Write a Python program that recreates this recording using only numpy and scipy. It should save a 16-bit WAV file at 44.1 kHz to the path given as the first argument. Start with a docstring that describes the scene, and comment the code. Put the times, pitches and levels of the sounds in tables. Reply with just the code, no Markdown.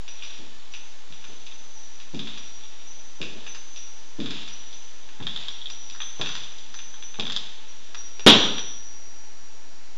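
"""Riding boots with spurs walk slowly over tiles towards the microphone and stamp in front of it.
Each heel thumps, the loose spurs clack on the boots, and their two star-shaped wheels ring near 6 kHz.
The leather rustles as the boots bend, and the small, hard room echoes every knock.
The stamp overloads the microphone's input, whose steady hiss lies under everything."""
import sys
import numpy as np
from scipy import signal
from scipy.fft import rfft, irfft
from scipy.io import wavfile

SR = 44100
rng = np.random.default_rng(int(sys.argv[2]) if len(sys.argv) > 2 else 0)


def dump(signal):
    """Clip the signal to [-1, 1] and save it as 16-bit WAV at the path in sys.argv[1]."""
    limited = np.clip(np.atleast_2d(signal).T, -1, 1)
    pcm = np.round(limited * 32767).astype(np.int16)
    wavfile.write(sys.argv[1], SR, pcm)


N = 439677
TIME = np.arange(N) / SR
AGE = np.arange(int(.8 * SR)) / SR   # seconds since a knock began

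# Levels in the tables are relative: the functions add their own gains.
# the tone of the hiss: pitch_hz, level_db
HISS_SHAPE = [(20, 3), (80, 6), (125, -5), (250, 3.5), (700, 1), (1300, -0.5), (4500, -1.5), (7000, -3.5),
              (7600, -10.5)]
# a faint, steady whine: pitch_hz, width_hz, level_db
WHINE_BANDS = [(869.7, 17, -65.5), (1763, 5.6, -69.5)]
# notes that linger between the walls (standing waves): pitch_hz, level_db
ROOM_NOTES = [(152, -35), (220, -24), (277, -25.5), (433, -28)]
# how far away the walker is: time_s, distance_m
WALK_PATH = [(0, 5), (3.2, 6.2), (4.3, 6.1), (5.3, 2.1), (6.2, 2.9), (7.3, 1.35), (8.3, 2.4)]
# a boot bends as the weight rolls onto it: deepest_bend_s, level_db
BOOT_BENDS = [(0.3, -45), (1.33, -52.5), (2.32, -44.5), (3.4, -49.5), (4.38, -40), (5.42, -40.5),
              (6.33, -40), (7.35, -40.5)]
# the tone of rustling leather and buckles: pitch_hz, width_hz, level_db
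LEATHER_BANDS = [(665, 1050, -14.5), (1620, 2750, -5.5), (2880, 1930, -1.5), (3640, 680, -3.5),
                 (4370, 5600, -15), (7140, 3000, -21)]
# flicks that set each spur's wheel ringing: start_s, level_db, high_over_low_db, base_ring_s
RIGHT_WHEEL_FLICKS = [(0.078, -47.5, 2, 0.45), (0.223, -49.5, -1, 0.73), (0.717, -52.5, 4, 0.54),
                      (1.1, -63, 12, 3), (1.752, -56, 4, 2.5), (2.375, -50.5, -2, 2.6),
                      (3.762, -48.5, -1, 0.93), (4.48, -53.5, 12, 2.2), (5.50, -57.5, -11, 0.61),
                      (5.70, -52, 10, 4.6), (7.68, -58, -7.5, 2.4), (7.946, -44.5, -5.5, 0.85),
                      (8.195, -48, -1, 0.76), (8.275, -40, -3, 2.93), (8.583, -41.5, 4.5, 0.77)]
LEFT_WHEEL_FLICKS = [(0.748, -48, 7, 0.82), (1.241, -50, 7, 2.3), (1.53, -47, 4, 3.2),
                     (2.87, -45.5, -5, 2.2), (3.466, -42.5, 2, 2.3), (4.728, -47, -2, 1.5),
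                     (6.003, -43, 9.5, 2.1), (6.26, -44.5, -5.5, 2), (6.738, -42.5, 0.5, 2.6),
                     (7.025, -43, -3, 0.9)]
# each wheel's notes: pitch_hz, level_db, ring_share, side (-1 low, 0 middle, 1 high)
RIGHT_WHEEL_NOTES = [(5761, 0, 1, -1), (5800, -3, .3, 0), (5874, 0, .75, 1)]
LEFT_WHEEL_NOTES = [(5924, 0, 1, -1), (5948, -4, .5, -1), (6107, 0, 1, 1), (6140, -4, .45, 1)]
# a spur knocks on its boot: start_s, level_db, strap_db, shank_db, edge_db (last three add to level_db)
SPUR_KNOCKS = [(0.079, -35, -11, 0.5, -9), (0.223, -32.5, -20, 3, -15), (0.2356, -37, -10, -2, -4),
               (0.7377, -33.5, -11, 3.5, -7), (1.1237, -36, -15, -5, -13), (1.241, -38.5, -5, 0, -10),
               (1.466, -36, -20, -1, -8), (1.5138, -39, -13, -5, -15), (2, -38, -14, -1, -8),
               (2.146, -34.5, -25, -2, -7), (2.192, -24.5, -17, -9, -16), (2.2717, -27, -14.5, -8, -17),
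               (2.375, -33.5, -8.5, -3.5, -9), (2.6352, -38.5, -20, -6, -17), (2.7965, -45, -14, -0.5, -19),
               (3.2152, -25.5, -11.5, 2, -8.5), (3.465, -33.5, -6.5, 0.5, -11), (3.5482, -41, 1, 2.5, 2.5),
               (3.761, -34, -14, -2, -8), (4.2015, -28, -11.5, -7, -12), (4.2591, -24.5, -13, -9, -15.5),
               (4.3067, -26.5, -12, -7, -8.5), (4.478, -34.5, -9, -0.5, -6), (4.728, -36, -19, -10, -10),
               (5.089, -42, -2.5, -1, -15), (5.2017, -37, -2.5, -6, -21), (5.226, -31, -23, -7, -15),
               (5.268, -16.5, -15.5, -15, -22), (5.3615, -19, -18, -25, -20),
               (5.4831, -19.5, -18, -19, -18), (5.6153, -27.5, -30, -28, -35), (5.6576, -22, -38, -21, -29),
               (5.7003, -32.5, -8.5, -2, -3), (5.899, -32.5, -16, -5, -6), (5.949, -39, 0.5, -11, -6),
               (6.0032, -25, -6, -4, -26.5), (6.0182, -23.5, -15.5, -19, -20),
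               (6.2127, -16.5, -12.5, -6.5, -14.5), (6.26, -24, -8.5, -3, -10),
               (6.2902, -24.5, -8, -9, -12), (6.3527, -25.5, -5.5, -3.5, -7.5), (6.435, -30, -27, -21, -12),
               (6.5844, -36, -28, -16, -5), (6.7423, -35, -2, -8, -4.5), (6.789, -31, -10, -2.5, -13.5),
               (6.941, -37, -6, -17.5, -31), (7.0247, -31, -11, -5.5, -17), (7.1423, -33, -9, -4, -28),
               (7.197, -16, -18, -6, -14), (7.224, -25.5, -33, -4, -24), (7.2533, -23, -15, -17, -22),
               (7.2669, -21.5, -13, -17.5, -17), (7.2987, -20, -11, -22, -19), (7.3212, -24.5, -18, -8, -5),
               (7.3632, -14.5, -18, -28, -12), (7.9463, -31, -1.5, -4.5, -6),
               (8.1948, -32.5, -7.5, 1.5, -6.5), (8.4297, -13.5, -21, -25, -30.5),
               (8.5814, -20.5, -11, -7, -15)]
# how each part of a spur rings: pitch_hz, width_hz, level_db
YOKE_BANDS = [(3276, 330, -.5), (3617, 340, -0.013)]   # the metal band around the heel
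STRAP_BANDS = [(1010, 600, -2), (1800, 450, 0)]
SHANK_BANDS = [(2715, 840, 0.005)]   # the arm that holds the wheel
EDGE_BANDS = [(3790, 270, -1), (4886, 600, 6), (7270, 640, -6.5)]
# a heel lands on tile: start_s, level_db, pitch_hz, knock_db, echo_db (last two add to level_db)
HEEL_STEPS = [(0.388, -45.5, 277, -16, 5.5), (1.096, -46, 170, -11, -0.5), (1.281, -47, 374, -19, 5),
              (2.134, -37.5, 218, -14, 11), (3.203, -32.5, 302, -13, 2), (3.354, -40, 357, -23, -0.5),
              (4.186, -28.5, 210, -20, 7), (5.199, -31.5, 151, -9, 5.5), (6.195, -29, 146, -0.5, 1),
              (7.188, -27.5, 180, -1, 3), (8.193, -54.5, 400, 15.5, -4)]
# the stamp's hits (heel, sole, then rattling spur): start_s, thud_db, spur_db
STAMP_HITS = [(8.2642, -5, -16.5), (8.269, -11, 2), (8.276, -13, 2), (8.288, -17, -12.5), (8.301, -22.5, 0)]
# the tone of the stamp's thud: pitch_hz, width_hz, level_db
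THUD_BANDS = [(86, 45, -17), (218, 86, -1.5), (447, 190, -1.5), (950, 550, -1.5), (1553, 450, -3),
              (2800, 850, -2), (5760, 3100, -11)]


def from_db(db):
    """Turns decibels into a factor to multiply a sound by."""
    return 10 ** (np.asarray(db) / 20)


def unit_level(sound):
    """Scales a sound to an average (RMS) level of one."""
    return sound / np.sqrt(np.mean(sound ** 2) + 1e-20)


def fade(t, fade_s):
    """A curve that falls by 60 dB every fade_s seconds."""
    return np.exp(-np.log(1000) * t / fade_s)


def add(out, start_s, sound):
    """Mixes a sound in at its start time."""
    at = int(start_s * SR)
    out[at:at + len(sound)] += sound[:N - at]


def resonate(force, bands):
    """Makes an object ring in each band (pitch_hz, width_hz, level_db); the bands alternate in sign."""
    out = 0
    for k, (hz, width_hz, db) in enumerate(bands):
        decay = np.exp(-np.pi * width_hz / SR)
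        gain = np.sqrt((1 - decay * decay) / 2) * from_db(db) * (-1) ** k
        feedback = [1, -2 * decay * np.cos(2 * np.pi * hz / SR), decay * decay]
        out = out + signal.lfilter([gain, 0, -gain], feedback, force + 1e-18)
    return out


def only(sound, hz, kind, order=2):
    """Lets only the lows, the highs or one band through."""
    return signal.sosfilt(signal.butter(order, hz, kind, fs=SR, output="sos"), sound)


def background_hiss(level_db=-51):
    """The input's even hiss, plus the faint whine of a fan in the room."""
    hz, db = np.transpose(HISS_SHAPE)
    all_hz = np.maximum(np.arange(N // 2 + 1) * SR / N, 1)
    shape = from_db(np.interp(np.log(all_hz), np.log(hz), db))
    hiss = unit_level(irfft(rfft(rng.standard_normal(N)) * shape, N))
    return from_db(level_db) * hiss + resonate(rng.standard_normal(N), WHINE_BANDS)


def bouncing_touch():
    """One hard thing meets another: a sharp touch, then two quick, weaker bounces."""
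    force = signal.unit_impulse(len(AGE))
    for delay_s, strength in ((0.0027, 0.76), (0.0099, 0.71)):
        add(force, delay_s * rng.uniform(.6, 1.4), np.array([strength]))
    return force / np.linalg.norm(force)


def hit_in_room(start_s, echo_db, early_gain=1.6, early_s=0.11, late_s=0.68, build_s=0.0051):
    """A touch plus the room's echo, which grows with distance and differs from spot to spot."""
    wash = rng.standard_normal(len(AGE))
    wash += sum(from_db(db) * np.sin(2 * np.pi * (hz * AGE + rng.random())) for hz, db in ROOM_NOTES)
    # near walls answer first, then the tiles keep the sound going
    dying_away = early_gain * fade(AGE, early_s) + fade(AGE, late_s)
    echo = wash * dying_away * (1 - np.exp(-AGE / build_s))
    distance_m = np.interp(start_s, *np.transpose(WALK_PATH))
    return bouncing_touch() + from_db(echo_db) * distance_m ** 0.51 * echo / np.linalg.norm(echo)


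def boot_bending(swell_s=0.22, release_s=0.99, settle_s=4.5, settle_db=-9, resting_db=-57):
    """How hard the leather works: it swells into each bend, lets go quickly and settles slowly."""
    effort = from_db(resting_db)
    for bend_s, db in BOOT_BENDS:
        since = np.maximum(TIME - bend_s, 0)
        swell = np.clip(1 + (TIME - bend_s) / swell_s, 0, 1)
        relax = np.hypot(fade(since, release_s), from_db(settle_db) * fade(since, settle_s))
        effort = np.hypot(effort, from_db(db) * swell * relax)
    return effort * (TIME < STAMP_HITS[0][0])   # still from the stamp on


def leather_rustle(ticks_per_s=260, spread_db=1.5, blur=2.04):
    """Leather creases and buckles shift in tiny ticks; added noise stands for the room's blur."""
    sizes = from_db(spread_db * np.minimum(rng.exponential(1, N), 4)) * rng.choice([-1, 1], N)
    ticks = unit_level(sizes * (rng.random(N) < ticks_per_s / SR))
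    blurred = ticks + blur * rng.standard_normal(N)
    return boot_bending() * unit_level(resonate(blurred, LEATHER_BANDS))


def spur_wheel(flicks, notes, gain_db, wobble_depth=0.52, wobble_hz=18, ring_stretch=1.39):
    """A star wheel rings in a few close notes; it wobbles on its pin at first, then rings more evenly."""
    out, t = np.zeros(N), np.arange(2 * SR) / SR
    onset = 1 - np.exp(-t / 0.0041)
    for start_s, db, high_over_low_db, base_ring_s in flicks:
        for hz, note_db, ring_share, side in notes:
            wobble = unit_level(only(rng.standard_normal((2, len(t))), wobble_hz, "low"))
            # a complex factor shakes both loudness and phase
            swing = 1 + wobble_depth * fade(t, fade_s=4.5) * (wobble[0] + 1j * wobble[1])
            tone = np.real(swing * np.exp(2j * np.pi * (hz * t + rng.random())))
            gain = from_db(db + note_db + side * high_over_low_db / 2 + gain_db)
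            add(out, start_s, gain * tone * onset * fade(t, base_ring_s * ring_share * ring_stretch))
    return out


def spur_rattles(per_bend=4, scatter_s=.06, lift_db=1.5, spread_db=2):
    """Each bend of a boot shakes a few small knocks out of its spur: rows like those of SPUR_KNOCKS."""
    strap_db, shank_db, edge_db = -12.5, -5, -8.5
    return [(bend_s + scatter_s * np.clip(late, -2, 2), db + lift_db + spread_db * strong,
             strap_db, shank_db, edge_db)
            for bend_s, db in BOOT_BENDS for late, strong in rng.standard_normal((per_bend, 2))]


def spur_clacks(gain_db=17.5):
    """The spur's yoke knocks on the boot; strap, shank and edges join in more or less each time."""
    yoke, strap, shank, edge = np.zeros((4, N))
    for start_s, db, strap_db, shank_db, edge_db in SPUR_KNOCKS + spur_rattles():
        force = from_db(db + gain_db) * hit_in_room(start_s, echo_db=-5.5, early_gain=1.0)
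        for part, part_db in ((yoke, 0), (strap, strap_db), (shank, shank_db), (edge, edge_db)):
            add(part, start_s, from_db(part_db) * force)
    return (only(resonate(yoke, YOKE_BANDS), [2950, 4200], "band")
            + from_db(1.0) * only(resonate(strap, STRAP_BANDS), [650, 2400], "band")
            + from_db(2.5) * only(resonate(shank, SHANK_BANDS), [2300, 3100], "band")
            + from_db(-4.5) * only(resonate(edge, EDGE_BANDS), 3600, "high", order=4))


def heel_steps(thump_db=19.0, floor_db=13.5, damping=0.72):
    """The heel thumps at a pitch set by how it lands, the floor thuds, and a hard landing knocks."""
    out = np.zeros(N)
    for start_s, db, hz, knock_db, echo_db in HEEL_STEPS:
        force = hit_in_room(start_s, echo_db - 0.5, early_gain=0.39)
        thump = only(resonate(force, [(hz, damping * hz, thump_db)]), [.55 * hz, 1.84 * hz], "band")
        floor = only(resonate(hit_in_room(start_s, echo_db), [(146.6, 110, floor_db)]), [105, 300], "band")
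        knock_bands = [(378, 82, knock_db + 16), (850, 560, knock_db + 15.5)]
        knock = only(resonate(hit_in_room(start_s, echo_db), knock_bands), [220, 1800], "band")
        add(out, start_s, from_db(db) * (thump + floor + knock))
    return out


def boot_stamp(thud_gain_db=18.5, spur_gain_db=17.0, air_hz=290):
    """The whole boot slams down, pushing out one heavy swing of air, and its spur rattles against it."""
    out = np.zeros(N)
    air_push = -np.sin(2 * np.pi * air_hz * AGE) * fade(AGE, fade_s=0.023)
    add(out, STAMP_HITS[0][0], air_push)
    for start_s, thud_db, spur_db in STAMP_HITS:
        thud = resonate(hit_in_room(start_s, echo_db=1.6), THUD_BANDS)
        spur = resonate(hit_in_room(start_s, echo_db=-0.076), [(3250, 590, 0.093), (3686, 720, -1.33)])
        add(out, start_s, from_db(thud_gain_db + thud_db) * thud + from_db(spur_gain_db + spur_db) * spur)
    return out


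def scene():
    """Adds boots, spurs and hiss into one channel."""
    wheels = spur_wheel(RIGHT_WHEEL_FLICKS, RIGHT_WHEEL_NOTES, gain_db=4.0)
    wheels += spur_wheel(LEFT_WHEEL_FLICKS, LEFT_WHEEL_NOTES, gain_db=-4.0)
    return (heel_steps() + spur_clacks() + wheels + boot_stamp() + leather_rustle() + background_hiss())[None]


def record(dry, microphone_top_hz=7602, offset=-.0672, ceiling=.95, final_top_hz=14700):
    """A microphone with little treble feeds an off-centre input that overloads; the top is then cut."""
    microphone = signal.ellip(10, .3, 70, microphone_top_hz, fs=SR, output="sos")
    off_centre = signal.sosfilt(microphone, dry) + offset
    clipped = off_centre / (1 + np.abs(off_centre / ceiling) ** 7) ** (1 / 7)   # flattens the stamp
    return signal.sosfilt(signal.ellip(12, .1, 80, final_top_hz, fs=SR, output="sos"), clipped)


dry = scene()
out = record(dry)
dump(out)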